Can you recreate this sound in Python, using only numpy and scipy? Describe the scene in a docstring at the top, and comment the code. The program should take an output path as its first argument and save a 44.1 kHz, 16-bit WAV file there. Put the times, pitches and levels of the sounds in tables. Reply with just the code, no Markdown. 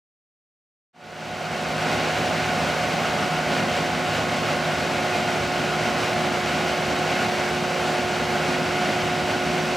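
"""Beside a country road, a stereo microphone stands a few metres from a small, creeping road milling machine.
After about a second of silence it fades in, already at work: the four-cylinder diesel drones and the
cooling fan howls, while over a low rumble the drum's picks thump into the asphalt, make the steel housing
roar and throw up a hiss of grit. From two seconds on, the cut surges and rasps over hard patches,
and the fan's hum grows as the machine comes nearer."""
import sys
import numpy as np
from scipy import signal
from scipy.fft import rfft, irfft
from scipy.io import wavfile

SR = 44100
rng = np.random.default_rng(int(sys.argv[2]) if len(sys.argv) > 2 else 0)


def int16_out(signal):
    """Quantize to a 16-bit WAV file."""
    q = np.round(np.clip(np.atleast_2d(signal).T, -1, 1) * 32767)
    wavfile.write(sys.argv[1], SR, q.astype(np.int16))


N = 430416
TIME = np.arange(N) / SR
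FREQS = np.maximum(np.arange(N // 2 + 1) * SR / N, 1)
UNEVEN_HZ = 9.0   # how fast the levels of the cut waver

# Speed of the diesel, which also drives the fan. Each row: time in seconds, revolutions per minute.
ENGINE_RPM = [(1.31, 2360.0), (2.6, 2355.0), (3.03, 2336.0), (3.67, 2341.0), (4.53, 2317.0), (6.25, 2317.0),
              (6.47, 2342.0), (7.33, 2323.0), (8.4, 2312.0), (8.83, 2328.0), (9.69, 2325.0)]


def from_db(db):
    """Decibels to gain."""
    return 10 ** (np.asarray(db) / 20)


def in_time(points):
    """Points joined by straight lines over time."""
    seconds, value = np.transpose(points)
    return np.interp(TIME, seconds, value)


def over_hz(points):
    """Points joined by straight lines over log frequency."""
    hz, value = np.transpose(points)
    return np.interp(np.log(FREQS), np.log(hz), value)


def rms_one(x):
    """Scale to an rms of 1."""
    return x / np.sqrt(np.mean(x ** 2) + 1e-20)


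def drift(rate_hz):
    """Slow random motion of spread 1."""
    return rms_one(irfft(rfft(rng.standard_normal(N)) / (1 + (FREQS / rate_hz) ** 2), N))


def tone(cycles, flutter, flutter_hz):
    """A tone of rms 1 whose strength and phase flutter in turbulent air."""
    swing = 1 + flutter * (drift(flutter_hz) + 1j * drift(flutter_hz)) / np.sqrt(2)
    return rms_one(np.real(swing * np.exp(2j * np.pi * (cycles + rng.random()))))


def impacts(per_s, spread_db):
    """Random clicks, many small and a few large."""
    sizes = from_db(spread_db * np.minimum(rng.exponential(1, N), 4))
    return sizes * rng.choice([-1, 1], N) * (rng.random(N) < per_s / SR)


def coloured(x, spectrum):
    """Pass x through a body with this spectrum, falling steeply beyond its ends; rms 1."""
    skirts = (1 + (spectrum[0][0] / FREQS) ** 8) * (1 + (FREQS / spectrum[-1][0]) ** 8)
    return rms_one(irfft(rfft(x) * from_db(over_hz(spectrum)) / np.sqrt(skirts), N))


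def engine():
    """The diesel fires twice a turn; unequal cylinders add the orders between."""
    # Exhaust tones. Each row: multiple of the crank speed, level in dB halfway through.
    orders = [(1.5, -67), (2, -50.5), (4, -37.5), (4.5, -61), (5.5, -45.5), (6.5, -52)]
    turns = np.cumsum(in_time(ENGINE_RPM)) / 60 / SR
    drone = sum(from_db(db) * tone(k * turns, flutter=0.18, flutter_hz=6.1) for k, db in orders)
    return drone * from_db(-0.28 * (TIME - TIME.mean()))   # softens a little along the way


def fan():
    """The blades give a clean hum and rougher overtones; unequal blades add weak tones beside them."""
    # The blade-pass hum, growing as the machine nears. Each row: time in seconds, level in dB.
    hum_level = [(1.9, -38.5), (2.5, -38), (2.95, -43.5), (3.5, -37), (4.3, -38.5), (5.0, -35),
                 (7.3, -33.5), (9.3, -32)]
    # The howl. Each row: multiple of the shaft speed, level in dB halfway through,
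    # share of flutter, flutter rate in Hz.
    overtones = [(19, -46.5, 1.1, 13), (23, -44, 1.9, 9.9), (24, -32.5, 0.41, 46), (35, -50, 1.1, 12),
                 (36, -45.5, 0.47, 6.5), (48, -40.5, 0.27, 20)]
    blades, blade_pass_hz, working_rpm = 12, 362.3, 2330
    lag_s, follows = 0.15, 0.32   # the fan trails the engine and takes up only a share of its swings
    rpm = np.interp(TIME - lag_s, TIME, in_time(ENGINE_RPM))
    passes = np.cumsum(blade_pass_hz * (1 + follows * (rpm / working_rpm - 1))) / SR
    hum = from_db(in_time(hum_level)) * tone(passes, flutter=0.1, flutter_hz=10.0)
    howl = sum(from_db(db) * tone(k * passes / blades, share, hz) for k, db, share, hz in overtones)
    return hum + howl * from_db(-0.05 * (TIME - TIME.mean()))   # the howl mellows on the approach


def pick_thumps(surge_db):
    """The picks thump into the road, biting deepest once in each turn of the drum."""
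    # Slow course of the thumping. Each row: time in seconds, level in dB.
    level = [(1.9, -33.5), (3.3, -34), (3.6, -31.3), (4.25, -32.5), (4.6, -34.5), (7.3, -33), (7.85, -35),
             (8.4, -32.5), (9.7, -32.5)]
    # Colour of a thump. Each row: frequency in Hz, relative level in dB.
    colour = [(125, -10), (145, -3.5), (175, 3), (198, -0.5), (220, 2.2), (260, 2.5), (285, -2),
              (340, -6.5), (450, -20)]
    turns_per_s, deepest_bite_s = 3.02, 2.283
    bite_db = 1.34 * np.cos(2 * np.pi * turns_per_s * (TIME - deepest_bite_s))
    level_db = in_time(level) + 0.6 * surge_db + bite_db + 0.5 * drift(UNEVEN_HZ)
    return from_db(level_db) * coloured(impacts(per_s=1400, spread_db=0.8), colour)


def low_rumble():
    """A low rumble whose loudness wanders at random."""
    # Chance swells and dips of the rumble. Each row: time in seconds, level in dB.
    swells = [(1.9, -42), (3.05, -41), (3.4, -46), (4.2, -39), (4.6, -42.5), (6.05, -39.5), (6.6, -43),
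              (7.35, -41.5), (7.8, -42.5), (9.3, -40.5), (9.7, -46)]
    # Colour of the rumble. Each row: frequency in Hz, relative level in dB.
    colour = [(20, -29), (45, -23), (58, -23), (72, -0.5), (84, -6.5), (96, -4.5), (108, 4), (118, -1),
              (135, -11)]
    level_db = in_time(swells) + drift(UNEVEN_HZ)
    return from_db(level_db) * coloured(impacts(per_s=900, spread_db=1.8), colour)


def housing_roar(effort_db, asphalt):
    """Broken lumps drum on the steel housing so densely that it roars."""
    # Colour of the housing. Each row: frequency in Hz, relative level in dB.
    colour = [(280, -12), (360, -8.5), (430, -5.5), (490, -3.0), (600, -0.1), (700, -1.5), (780, -3.5),
              (860, -2.5), (930, -8), (1170, -9), (1380, -6), (1480, -4.5), (1600, -7.5), (1950, -18)]
    fall_db_per_s = 0.15
    level_db = -27 + 0.75 * effort_db + 0.5 * asphalt - fall_db_per_s * TIME
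    return from_db(level_db) * coloured(impacts(per_s=6000, spread_db=1.6), colour)


def grit_hiss(effort_db, asphalt):
    """Fine grit sprays on the picks and their steel holders, which add their ring to the hiss."""
    # Colour of the spray. Each row: frequency in Hz, relative level in dB.
    colour = [(1450, -7.5), (1780, -2.5), (2150, -1.5), (2900, -2.5), (3550, -9), (4300, -11), (5800, -15),
              (7500, -18.5), (8700, -23), (11000, -28), (14000, -31), (15600, -32.5)]
    # Resonances of the steel. Each row: frequency in Hz, width in Hz, height above the hiss in dB.
    steel_modes = [(2120, 150, 3), (2960, 280, -0.3), (3880, 110, 4), (4450, 250, 4), (5030, 310, 3.5),
                   (5760, 210, 4.5), (6300, 220, 2), (7000, 280, 1.4), (7900, 490, 2), (9400, 350, 1),
                   (11900, 250, 0.5), (13900, 370, 2)]
    spray = coloured(impacts(per_s=19000, spread_db=2.5), colour)
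    ring = sum((from_db(db) - 1) / (1 + 2j * (FREQS - hz) / width) for hz, width, db in steel_modes)
    level_db = -30.5 + 0.75 * effort_db + 0.45 * asphalt
    return from_db(level_db) * rms_one(irfft(rfft(spray) * (1 + ring), N))


def pick_rasp(surge_db):
    """The picks rasp only while they cross a hard patch."""
    # Colour of the rasp. Each row: frequency in Hz, relative level in dB.
    colour = [(1900, -6), (2800, 2), (3400, -7)]
    extra_power = np.maximum(from_db(surge_db) ** 2 - 1, 0)
    return from_db(-35.5) * np.sqrt(extra_power) * coloured(impacts(per_s=3500, spread_db=4.0), colour)


def drum():
    """The sounds of the cut over the low rumble, with a rounded surge at each hard patch."""
    # How hard the drum cuts. Each row: time in seconds, relative load in dB.
    load = [(1.96, 0.6), (3.36, 0.2), (3.56, -0.4), (5.55, -0.14), (5.95, 0), (7.15, 0.3), (7.75, -0.1),
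            (8.94, 0.26), (9.14, -0.7), (9.74, 0.2)]
    # Hard patches in the road. Each row: crest in seconds, length in seconds, extra load in dB.
    hard_patches = [(2.02, 0.088, 1.1), (2.192, 0.089, 1), (2.68, 0.092, 0.5), (3.56, 0.12, 3.5),
                    (3.76, 0.099, 2), (4.16, 0.11, 2.3), (4.498, 0.084, 2), (5.163, .1, 1.5),
                    (5.878, .09, 2), (6.065, .12, 1.2), (6.51, 0.09, 1.9), (7.145, .12, 1.5),
                    (8.934, 0.4, 1.1), (9.31, 0.058, 2.5)]
    surge_db = sum(db * np.exp(-(2 * (TIME - crest) / length) ** 2) for crest, length, db in hard_patches)
    effort_db = in_time(load) + surge_db
    asphalt = drift(UNEVEN_HZ)   # the road changes under the picks: roar and hiss waver together
    low_end = pick_thumps(surge_db) + low_rumble()
    debris = housing_roar(effort_db, asphalt) + grit_hiss(effort_db, asphalt)
    return low_end + debris + pick_rasp(surge_db)


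def roadside(x, scatter_s):
    """Bank, trees and guard rail scatter the sound, so left and right hear it a little differently."""
    # Scattered sound. Each row: frequency in Hz, level against the direct sound in dB.
    diffuse = [(30, -9), (80, -18), (230, -16.5), (410, -17), (740, -16), (1050, -9.5), (1450, -15),
               (3000, -14.5), (5000, -16), (8500, -11), (10000, -41)]
    tail = rng.standard_normal(N) * np.exp(-np.minimum(TIME / scatter_s, 20))
    scattered = np.exp(1j * np.angle(rfft(tail))) * from_db(over_hz(diffuse))
    sides = np.array([[1], [-1]])
    return irfft(rfft(x) * (1 + sides * scattered), N)


def microphone(x):
    """Level and phase differ between the microphone's left and right ports."""
    # Balance of the ports. Each row: frequency in Hz, left minus right in dB.
    balance = [(100, 1), (280, 0.3), (420, -3.5), (700, -1.8), (880, 1), (1080, -5), (1380, 0),
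               (2300, -0.7), (3300, 1.5), (5200, 0), (6500, 0), (8000, -1), (9200, 0)]
    # Phase between the ports. Each row: frequency in Hz, lead of the left in radians.
    lead = [(60, -0.22), (260, -0.15), (370, -0.49), (500, -0.18), (740, 0.0032), (970, -0.19),
            (1200, -0.0087), (1550, -0.27), (1800, 0.13), (4000, 0.022)]
    sides = np.array([[0.5], [-0.5]])
    return irfft(rfft(x) * from_db(sides * over_hz(balance)) * np.exp(1j * sides * over_hz(lead)), N)


def scene():
    """The whole machine, heard from the roadside a few metres away."""
    return microphone(engine() + fan() + roadside(drum(), scatter_s=0.04))


def record(dry):
    """A straight fade-in from silence; the highest treble is cut."""
    fade_start_s, fade_length_s, cutoff_hz = 0.93, 1, 15750
    fade = np.clip((TIME - fade_start_s) / fade_length_s, 0, 1)
    low_pass = signal.ellip(12, 0.1, 80, cutoff_hz, fs=SR, output="sos")
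    return signal.sosfilt(low_pass, dry * fade)


dry = scene()
out = record(dry)
int16_out(out)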